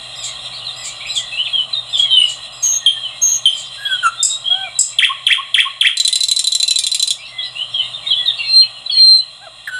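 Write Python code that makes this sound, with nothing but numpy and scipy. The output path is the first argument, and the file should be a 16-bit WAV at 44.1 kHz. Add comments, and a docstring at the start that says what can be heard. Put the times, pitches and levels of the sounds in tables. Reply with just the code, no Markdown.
"""At a woodland pond a nightingale sings close by: long whistles, nasal slurs, sharp chips, looping chucks
and a rattle of paired clicks. Its voice is a tone on a moving pitch; the clicks ring through resonances.
Other birds warble, wheeze and chatter farther off, as gliding tones and hissy rasps, over a faint chorus
of coloured noise, low air and a low distant hum. Twigs and trunks scatter every note as filtered echoes;
a limiter ducks the background under the loud ones."""
import sys
import numpy as np
from scipy import signal
from scipy.fft import rfft, irfft
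from scipy.io import wavfile
from scipy.ndimage import uniform_filter1d, minimum_filter1d

SR = 44100
rng = np.random.default_rng(int(sys.argv[2]) if len(sys.argv) > 2 else 0)


def digitize_waveform(pressure):
    """Quantize a signal to 16-bit integers and store it at the path in sys.argv[1].

    Rows of a 2-D input are taken as channels; values are limited to [-1, 1].
    """
    field = np.atleast_2d(pressure).T
    bounded = np.clip(field, -1, 1)
    quanta = np.round(bounded * 32767).astype(np.int16)
    wavfile.write(sys.argv[1], SR, quanta)


N = 431738


def from_db(db):
    """Decibels to gain."""
    return 10 ** (np.asarray(db) / 20)


def add(track, start_s, sound):
    """Mix a sound into a track at a time."""
    i = int(np.clip(round(start_s * SR), 0, N - 1))
    track[i:i + len(sound)] += sound[:N - i]


def drift(rate, size):
    """Random wander about zero: normal draws, rate of them a second, joined by straight lines."""
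    knots = rng.standard_normal(4096)
    return np.interp(np.arange(size) * rate / SR, np.arange(len(knots)), knots)


def coloured(spectrum):
    """Noise of rms 1 whose spectrum follows a curve drawn over log frequency."""
    hz, db = np.transpose(spectrum)
    bins_hz = np.maximum(np.fft.rfftfreq(N, 1 / SR), 1)
    bin_gain = from_db(np.interp(np.log(bins_hz), np.log(hz), db))
    noise = irfft(rfft(rng.standard_normal(N)) * bin_gain, N)
    return noise / noise.std()


def resonance(x, hz, width_hz):
    """A two-pole peak with gain 1 on top."""
    r = np.exp(-np.pi * width_hz / SR)
    zeros = np.array([1, 0, -1]) * (1 - r * r) / 2
    poles = [1, -2 * r * np.cos(2 * np.pi * hz / SR), r * r]
    return signal.lfilter(zeros, poles, x)


def progress(length_s):
    """Runs from 0 to 1 over a note."""
    return np.linspace(0, 1, max(int(length_s * SR), 16))


def gate(u, rise, fall):
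    """The air valve opens and shuts over these shares of a note."""
    opening = np.sin(np.pi / 2 * np.minimum(u / rise, 1)) ** 2
    closing = np.sin(np.pi / 2 * np.minimum((1 - u) / fall, 1)) ** 2
    return opening * closing


def syrinx(hz, overtones_db):
    """A sine on a pitch path plus its harmonics, from the second up, at levels relative to it."""
    phase = 2 * np.pi * np.cumsum(hz) / SR
    tone = np.sin(phase)
    for k, db in enumerate(overtones_db, 2):
        audible = k * hz < SR / 2   # no aliasing
        tone = tone + from_db(db) * np.sin(k * phase) * audible
    return tone


def notes(table, overtones_db, swell_db, flutter, flutter_rate, strain=0):
    """Each note bends through three pitches to a crest; rasp adds pitch flutter, strain brightens loud notes."""
    out = np.zeros(N)
    for start_s, length_s, start_hz, middle_hz, end_hz, db, crest, rasp in table:
        u = progress(length_s)
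        hz = np.polyval(np.polyfit([0, .5, 1], [start_hz, middle_hz, end_hz], 2), u)
        hz = hz * (1 + flutter * rasp * drift(flutter_rate, len(u)))
        pressure_db = db + np.interp(u, [0, np.clip(crest, .05, .95), 1], [-swell_db, 0, -swell_db])
        tone = syrinx(hz, [overtone + strain * pressure_db for overtone in overtones_db])
        add(out, start_s, from_db(pressure_db) * gate(u, 0.21, 0.043) * tone)
    return out


def chips(table, settle_s, fade_db, overtones_db, flutter):
    """An abrupt start, with the pitch falling quickly to rest while the level fades."""
    out = np.zeros(N)
    for start_s, length_s, start_hz, final_hz, db in table:
        u = progress(length_s)
        hz = final_hz + (start_hz - final_hz) * np.exp(-u * length_s / settle_s)
        hz = hz * (1 + flutter * drift(2500, len(u)))
        add(out, start_s, from_db(db - fade_db * u) * gate(u, 0.1, 0.083) * syrinx(hz, overtones_db))
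    return out


def whistles(level_db, flutter, second_db, third_db):
    """A near sine that slides onto its pitch, wavers while it is soft and steadies as it swells."""
    # how each of two long whistles swells, one table each: time_s, relative level_db
    swells = [
        [(8.37, -36), (8.394, -30.5), (8.416, -36.5), (8.566, -7.5), (8.61, -3.5), (8.645, -29.5)],
        [(8.9, -39.5), (8.918, -21), (8.996, -10), (9.132, -5), (9.2, -15), (9.21, -19)],
    ]
    # the first ends with a lift, the second droops: bend_hz
    end_bends = [60, -110]
    start_hz, rest_hz, settle_s = 4570, 4154, .036
    out = np.zeros(N)
    for swell, bend_hz in zip(swells, end_bends):
        time_s, db = np.transpose(swell)
        length_s = time_s[-1] - time_s[0]
        u = progress(length_s)
        t = u * length_s
        db = np.interp(time_s[0] + t, time_s, db)
        hz = rest_hz + (start_hz - rest_hz) * np.exp(-t / settle_s) + bend_hz * u ** 8
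        softness = 1.2 - from_db(db - db.max())
        hz = hz * (1 + flutter * softness * drift(700, len(u)))
        tone = syrinx(hz, [second_db, third_db])
        add(out, time_s[0], from_db(db + level_db) * gate(u, .04, 0.044) * tone)
    return out


def slurs():
    """Nasal notes, rich in overtones, that bend, swell to a crest and flutter."""
    # start_s, length_s, start_hz, middle_hz, end_hz, level_db, crest place (0-1), rasp (0-1)
    slur_notes = [(3.765, 0.14, 1564, 1655, 1576, -22.5, 0.83, 0.19),
                  (3.88, 0.095, 1560, 1526, 1444, -15, 0.48, 0.12),
                  (4.022, 0.075, 1605, 1359, 1359, -4.5, 0.59, 0.25),
                  (9.671, 0.031, 2114, 1580, 1630, -15, 0.03, 0.53),
                  (9.695, 0.16, 1485, 1495, 1454, -18.5, .35, 0.11)]
    return notes(slur_notes, overtones_db=[-16.0, -32, -38, -21, -28.5, -23.5], swell_db=12.5,
                 flutter=0.12, flutter_rate=930)


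def sharp_chips():
    """Sharp chips that drop onto a pitch."""
    # start_s, length_s, start_hz, final_hz, level_db
    chip_notes = [(2.861, 0.029, 3760, 3194, 9.5), (3.455, 0.0333, 3790, 3103, 9)]
    return chips(chip_notes, settle_s=0.0019, fade_db=10.5, overtones_db=[-36, -21.5, -46, -45],
                 flutter=0.012)


def chucks(dive_s, climb_at_s, climb_s, climb_db, second_at_s):
    """The same loop every time: a steep fading dive, a swelling climb, the dive again."""
    # start_s, relative level_db
    loop_starts = [(4.9856, 3.5), (5.2657, 3), (5.542, 2), (5.8094, 3.5)]
    out, u, v = np.zeros(N), progress(dive_s), progress(climb_s)
    dive_hz = np.interp(u, [0, .07, .2, .45, 1], [4330, 3500, 3195, 2547, 1140])
    dive_hz = dive_hz * (1 + 0.01 * drift(2490, len(u)))
    dive_db = np.interp(u, [0, .14, .45, 1], [-16.5, 6, -10.5, -30.5])
    dive = syrinx(dive_hz, overtones_db=[-36, -19 + 0.1 * dive_db, -44])
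    dive = from_db(dive_db) * gate(u, 0.065, 0.026) * dive
    climb_hz = np.interp(v, [0, .35, .8, 1], [1576, 1995, 2653, 2560])
    climb_hz = climb_hz * (1 + 0.035 * drift(1155, len(v)))
    climb = gate(v, 0.32, 0.081) * syrinx(climb_hz, overtones_db=[-28, -31, -34])
    for start_s, db in loop_starts:
        add(out, start_s, from_db(db) * dive)
        add(out, start_s + climb_at_s, from_db(db + climb_db) * climb)
        add(out, start_s + second_at_s, from_db(db) * dive)
    return out


def hoots(crest, rasp):
    """A low, nearly pure note with a lift at its end, closing a chuck."""
    # start_s, level_db
    hoot_starts = [(5.091, -8), (5.376, -12), (5.65, -12.5)]
    length_s, pitch_hz, lift_ratio = 0.034, 1071, 1.09
    rows = [(start_s, length_s, pitch_hz, pitch_hz, pitch_hz * lift_ratio, db, crest, rasp)
            for start_s, db in hoot_starts]
    return notes(rows, overtones_db=[-35], swell_db=9, flutter=.028, flutter_rate=360)


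def click_pairs(count=15):
    """Times and levels of the rattle's weak-strong click pairs; both gaps widen as the run slows."""
    run_start_s, period_s, slowing_s, pair_gap_s = 5.9709, .0782, .00005, .0286
    first_db, second_db, tiring_db_per_s = -6, -1.5, 1   # only the first click of a pair tires
    k = np.arange(count)
    elapsed_s = k * (period_s + slowing_s * k)
    first = [(run_start_s + t, first_db - tiring_db_per_s * t) for t in elapsed_s]
    second_s = elapsed_s + pair_gap_s + 2 * slowing_s * k
    return first + [(run_start_s + t, second_db) for t in second_s]


def rattle(click_s, start_hz, end_hz, rasp, crack_db, force, level_db, pitch_spread):
    """Each click, harsh falling cycles and a crack of air, brighter when forced, rings throat and beak."""
    # throat and beak resonances: centre_hz, width_hz, level_db
    beak_peaks = [(3280, 680, -1.5), (4002, 84, 9), (5240, 590, -3), (6330, 200, -1), (7290, 410, 4.5),
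                  (9800, 840, -2), (12800, 650, -18.5)]
    out, u = np.zeros(N), progress(click_s)
    for s, db in click_pairs():
        hz = start_hz + (end_hz - start_hz) * u
        hz = hz * (1 + pitch_spread * rng.standard_normal() + rasp * drift(3900, len(u)))
        crack = from_db(crack_db + force * db) * rng.standard_normal(len(u))
        click = syrinx(hz, overtones_db=[-5]) + crack
        add(out, s - .0006, from_db(db + level_db) * gate(u, .07, 0.71) * click)
    # a small beak radiates no bass
    out = signal.sosfilt(signal.butter(4, 2200, "high", fs=SR, output="sos"), out + 1e-18)
    # neighbouring resonances take opposite signs
    return sum((-1) ** k * from_db(db) * resonance(out, hz, width_hz)
               for k, (hz, width_hz, db) in enumerate(beak_peaks))


def seets(fade_db, flutter_start, flutter_end, overtones_db):
    """A very high, thin held whistle that fades and grows unsteady."""
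    # start_s, level_db
    seet_starts = [(2.622, -13.5), (3.212, -11.5)]
    length_s, pitch_hz = 0.16, 6465
    out, u = np.zeros(N), progress(length_s)
    for start_s, db in seet_starts:
        flutter = flutter_start + (flutter_end - flutter_start) * u
        hz = pitch_hz * (1 + flutter * drift(900, len(u)))
        add(out, start_s, from_db(db - fade_db * u) * gate(u, 0.079, 0.059) * syrinx(hz, overtones_db))
    return out


def tsiks():
    """Two tiny chips in quick succession, the second weaker, with the third harmonic loudest."""
    # start_s, level_db of the fundamental
    tsik_starts = [(4.228, -29), (4.789, -30.5)]
    length_s, start_hz, end_hz, gap_s, second_db = 0.019, 2740, 2502, 0.02, -2.5
    rows = [(start_s + k * gap_s, length_s, start_hz, end_hz, db + k * second_db)
            for start_s, db in tsik_starts for k in range(2)]
    return chips(rows, settle_s=0.0026, fade_db=19.5, overtones_db=[24.4, 37.5, 17.6, 2.5], flutter=0.052)


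def mews():
    """Low bending notes with a strong second harmonic."""
    # start_s, length_s, start_hz, middle_hz, end_hz, level_db, crest place (0-1), rasp (0-1)
    mew_notes = [(4.485, .18, 667, 767, 742, -27, 0.9, .1), (4.665, 0.023, 725, 700, 610, -30, .4, .2),
                 (9.405, .059, 633, 807, 725, -36.5, 0.63, .18),
                 (9.465, 0.022, 734, 663, 585, -31, 0.2, .28)]
    return notes(mew_notes, overtones_db=[-3, -17, -14], swell_db=7, flutter=0.032, flutter_rate=650)


def warble():
    """Short arched glides among the trees, cresting early, rougher the faster they sweep."""
    # start_s, length_s, start_hz, end_hz, level_db
    glides = [(.175, 0.037, 3840, 3530, -29), (0.318, .12, 2820, 4070, -33),
              (0.448, 0.034, 3900, 3100, -29), (0.642, .063, 4360, 3450, -22),
              (0.999, 0.038, 2140, 2560, -30.5), (1.045, 0.039, 2100, 2990, -24.5),
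              (1.084, 0.045, 3690, 4170, -19), (1.155, 0.037, 3575, 3080, -12),
              (1.179, 0.1, 2047, 1840, -39), (1.312, 0.064, 2556, 2686, -25),
              (1.366, .062, 2667, 3230, -13.5), (1.446, 0.035, 3790, 2410, -17),
              (1.522, 0.091, 3328, 2926, -11.5), (1.727, 0.029, 4120, 3600, -14.5),
              (1.759, .04, 3680, 3640, -18.5), (1.925, 0.049, 3670, 3010, -11),
              (1.989, 0.019, 3190, 3343, -7), (2.011, 0.075, 3380, 3110, -13), (2.088, .09, 3152, 3000, -8),
              (2.091, 0.08, 3973, 3440, -15), (2.159, 0.079, 2983, 2866, -1.5),
              (2.77, 0.22, 1854, 1776, -34), (3.018, 0.064, 3284, 2840, -21),
              (3.846, 0.037, 3196, 3364, -16.5), (3.892, 0.11, 3377, 3064, -16.5),
              (4.165, 0.1, 3513, 3650, -20.5), (4.288, 0.083, 3710, 3780, -17),
              (4.44, 0.053, 3103, 3264, -12), (4.493, 0.068, 3323, 3120, -11.5),
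              (4.58, 0.068, 3090, 3335, -23), (4.626, 0.072, 2464, 2250, -29),
              (4.74, 0.078, 3970, 3745, -25), (6.05, 0.3, 1970, 2230, -42), (6.62, 0.22, 2800, 2334, -33.5),
              (7.167, 0.13, 2165, 2900, -37.5), (7.283, .21, 2077, 1942, -36.5),
              (7.38, 0.033, 3450, 3170, -18), (7.404, 0.069, 3640, 4130, -21.5),
              (7.547, 0.1, 2640, 3165, -18.5), (7.737, .035, 3280, 3124, -14.5),
              (7.771, 0.054, 3316, 2774, -13), (7.934, 0.018, 3470, 3760, -20),
              (8.057, 0.072, 3560, 4090, -17), (8.101, 0.041, 3410, 2933, -9.5),
              (8.156, 0.065, 3450, 3285, -13), (8.173, .15, 2000, 1796, -37),
              (8.252, 0.059, 4020, 3310, -11), (8.385, 0.035, 2784, 2732, -13.5),
              (8.444, .1, 2530, 2794, -29.5), (8.607, 0.036, 3560, 2470, -17.5),
              (8.858, 0.018, 4020, 3890, -20), (8.894, 0.019, 3385, 3100, -13),
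              (8.939, 0.082, 3000, 3176, -26), (9.189, 0.05, 2750, 3100, -33.5)]
    arch, crest, base_rasp, rasp_per_octave_per_s = .012, 0.34, 0.17, 0.04
    rows = []
    for start_s, length_s, start_hz, end_hz, db in glides:
        middle_hz = (1 + arch) * (start_hz + end_hz) / 2
        octaves_per_s = abs(np.log2(end_hz / start_hz)) / length_s
        rasp = base_rasp + rasp_per_octave_per_s * octaves_per_s
        rows.append((start_s, length_s, start_hz, middle_hz, end_hz, db, crest, rasp))
    return notes(rows, overtones_db=[-41, -15.5, -59.5, -39.5], swell_db=6, flutter=0.06,
                 flutter_rate=800, strain=2.0)


def wheezes(hiss_db, hiss_s, voice_db, hiss_pitch_hz, hiss_rough):
    """A drooping note heard mostly by its overtones breaks up into a falling, hissy rasp."""
    # start_s, length_s, relative level_db
    wheeze_notes = [(0.154, 0.095, -31), (0.759, 0.1, -30.5), (1.06, .11, -29), (1.891, 0.096, -34),
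                    (2.214, 0.078, -33.5), (2.519, 0.13, -36.5), (3.49, 0.094, -35.5)]
    # spectrum of the hiss: frequency_hz, relative level_db
    hiss_spectrum = [(1800, -31), (3500, 4), (4600, 5.5), (6000, -7), (7400, 15), (9500, -7),
                     (11500, -30.5), (14000, -29), (16000, -40)]
    voice, air = np.zeros(N), np.zeros(N)
    v = progress(hiss_s)
    puff = gate(v, .3, .7)
    for start_s, length_s, db in wheeze_notes:
        u = progress(length_s)
        hz = np.interp(u, [0, .35, .8, 1], [2430, 2600, 2450, 2100]) * (1 + .012 * drift(900, len(u)))
        droop = syrinx(hz, overtones_db=[3.5, 5, -11.5, -19])
        # the level climbs 5 dB over the note
        add(voice, start_s, from_db(db + voice_db + 5 * (u - 3.5)) * gate(u, .08, 0.21) * droop)
        hz = hiss_pitch_hz * (1 - 0.21 * v) * (1 + hiss_rough * drift(2000, len(v)))
        rasp = syrinx(hz, overtones_db=[-1, 10.5, 0.5, -25, -11])
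        add(voice, start_s + .68 * length_s, from_db(db - 14) * puff * rasp)
        add(air, start_s + 0.69 * length_s, from_db(db + hiss_db) * puff)
    return voice + air * coloured(hiss_spectrum)


def chatter(low_hz, high_hz, level_db, shortest_s, spread_s, glide, spread_db, tilt_db, count):
    """Each bout scatters faint rough chirps at random, the low ones weaker."""
    # bouts of faint chatter from deep in the wood: start_s, end_s, relative level_db
    bouts = [(0.099, 1.3, -27.5), (1.294, 4.998, -28.5), (7.15, 9, -26)]
    rows = []
    for start_s, end_s, db in bouts:
        for when, length, pitch, slope, loud in rng.random((count, 5)):
            hz = low_hz + (high_hz - low_hz) * pitch
            bend = glide * (slope - .5)
            chirp_db = db + level_db - spread_db * loud - tilt_db * (1 - pitch)
            rows.append((start_s + when * (end_s - start_s), shortest_s + spread_s * length,
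                         hz * (1 - bend), hz, hz * (1 + bend), chirp_db, .5, 1))
    return notes(rows, overtones_db=[], swell_db=9.5, flutter=0.02, flutter_rate=700)


def background():
    """Far birds blur into a shimmering band of noise above the low air and a wavering hum."""
    # spectrum of the far birds: frequency_hz, relative level_db
    chorus_spectrum = [(1000, -92), (1700, -61), (1850, -3), (2230, -16.5), (2820, 3), (3070, -17.5),
                       (3190, 8.5), (3700, -3), (4030, 9.5), (4600, -28), (5240, -15.5), (5920, -29.5),
                       (7210, -12.5), (9800, -13.5), (11300, -42.5), (13500, -36.5), (16000, -64.5)]
    # spectrum of the low air: frequency_hz, relative level_db
    air_spectrum = [(15, -45.5), (25, -19.5), (51, -0.5), (86, -19.5), (103, -7), (125, 1), (171, -7.5),
                    (386, -17.5), (437, -24.5), (460, -19.5), (600, -1), (796, -1), (900, -13.5), (1090, 2),
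                    (1700, -16.5), (2210, -76), (3740, -120)]
    # distant hum: pitch_hz, level_db, both before their wander
    hum_tones = [(120, -54), (468, -65.5)]
    # slow gain riding on the background, sinking under loud song; centred and scaled below:
    # time_s, relative gain_db
    gain_ride = [(0.0, -47), (0.38, -44.5), (4.82, -52), (5.75, -58), (6.9, -58), (7.91, -47),
                 (8.86, -51.5), (9.03, -59.5), (9.79, -56)]
    air_share, chorus_share = 0.7, 0.59   # shares of the gain ride each takes
    chorus = from_db(-36 + 2.2 * drift(24, N)) * coloured(chorus_spectrum)
    air = from_db(-46) * coloured(air_spectrum)
    hum = np.zeros(N)
    for hz, db in hum_tones:
        level = from_db(db + 1.2 * drift(6.0, N))
        hum += level * np.sin(2 * np.pi * np.cumsum(hz + 3 * drift(16, N)) / SR)
    ride_db = np.interp(np.arange(N) / SR, *np.transpose(gain_ride))
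    ride_db = ride_db - ride_db.mean()
    return chorus * from_db(chorus_share * ride_db) + (air + hum) * from_db(air_share * ride_db)


def woods(x, twigs_db, trunks_db, tail_db, ground_db=-7, ground_s=0.003,
          twigs_t60=0.065, trunks_t60=0.23, tail_t60=0.78):
    """Direct sound, a bounce off the ground, scatter from twigs and trunks, and a duller far tail."""
    t = np.arange(SR) / SR
    response = np.zeros(SR)
    response[0] = 1
    response[int(ground_s * SR)] += from_db(ground_db)
    # level_db, t60_s, first_s (arrival), cut_hz (treble limit)
    layers = [(twigs_db, twigs_t60, .004, 13000),
              (trunks_db, trunks_t60, .015, 9000),
              (tail_db, tail_t60, .06, 4200)]
    for db, t60_s, first_s, cut_hz in layers:
        echoes = rng.standard_normal(SR) * (t > first_s) * from_db(-60 * t / t60_s)
        echoes = signal.sosfilt(signal.butter(2, cut_hz, fs=SR, output="sos"), echoes + 1e-18)
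        response += from_db(db) * echoes / np.sqrt(np.sum(echoes ** 2))
    return signal.fftconvolve(x, response)[:N]


def scene():
    """The near singer and the farther birds in the same wood; each kind of note carries its own way."""
    pure = whistles(level_db=4.5, flutter=0.011, second_db=-25, third_db=-53)
    tones = slurs() + mews() + hoots(crest=.62, rasp=.06)
    thin = seets(fade_db=4.5, flutter_start=0.01, flutter_end=0.025, overtones_db=[-23])
    sharp = sharp_chips() + tsiks()
    loops = chucks(dive_s=0.025, climb_at_s=.034, climb_s=.024, climb_db=-5.5, second_at_s=.0587)
    clicks = rattle(click_s=0.00374, start_hz=4570, end_hz=2980, rasp=0.061, crack_db=5, force=0.99,
                    level_db=-1.5, pitch_spread=0.039)
    far = warble() + wheezes(hiss_db=3, hiss_s=0.099, voice_db=4, hiss_pitch_hz=2564, hiss_rough=.06)
    farthest = chatter(low_hz=1952, high_hz=4210, level_db=1.5, shortest_s=0.018, spread_s=0.05,
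                       glide=.35, spread_db=11.5, tilt_db=10.5, count=30)
    farthest += chatter(low_hz=4595, high_hz=5620, level_db=-15.5, shortest_s=.03, spread_s=0.049,
                        glide=.12, spread_db=7.5, tilt_db=0.5, count=6)
    sound = woods(pure, ground_db=-32, twigs_db=-9, trunks_db=-15, tail_db=-34.5)
    sound += woods(tones, ground_db=-35, twigs_db=-15, trunks_db=-20.5, tail_db=-30.5)
    sound += woods(thin, ground_db=-9, twigs_db=-6, trunks_db=-12, tail_db=-42)
    sound += woods(sharp, ground_db=-13, twigs_db=-7, trunks_db=-7.5, tail_db=-28)
    sound += woods(loops, ground_db=-9.5, twigs_db=-5.5, trunks_db=-8, tail_db=-29, trunks_t60=0.2)
    sound += woods(clicks, ground_db=-3, twigs_db=-3.0, trunks_db=-12.5, tail_db=-43,
                   twigs_t60=0.081, trunks_t60=0.24)
    sound += woods(far, ground_db=-2, twigs_db=-8.5, trunks_db=-7, tail_db=-26.5)
    sound += woods(farthest, ground_db=-6.5, twigs_db=-3.5, trunks_db=-0.5, tail_db=-20.5)
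    return (sound + background())[None]


def record(dry, release_db_per_s=90):
    """A look-ahead limiter clamps the peaks and recovers at a steady rate; then the top is cut."""
    ceiling_db, cutoff_hz = -.9, 16500
    over_db = np.maximum(20 * np.log10(np.abs(dry[0]) + 1e-9) - ceiling_db, 0)
    recovery_db = release_db_per_s * np.arange(N) / SR
    cut_db = np.maximum.accumulate(over_db + recovery_db) - recovery_db
    # centred windows of about 2 ms give the look-ahead and round its corners
    gain_db = uniform_filter1d(minimum_filter1d(-cut_db, size=89), size=89)
    low_pass = signal.cheby2(12, 40, cutoff_hz, fs=SR, output="sos")
    return signal.sosfiltfilt(low_pass, dry * from_db(gain_db))


dry = scene()
out = record(dry)
digitize_waveform(out)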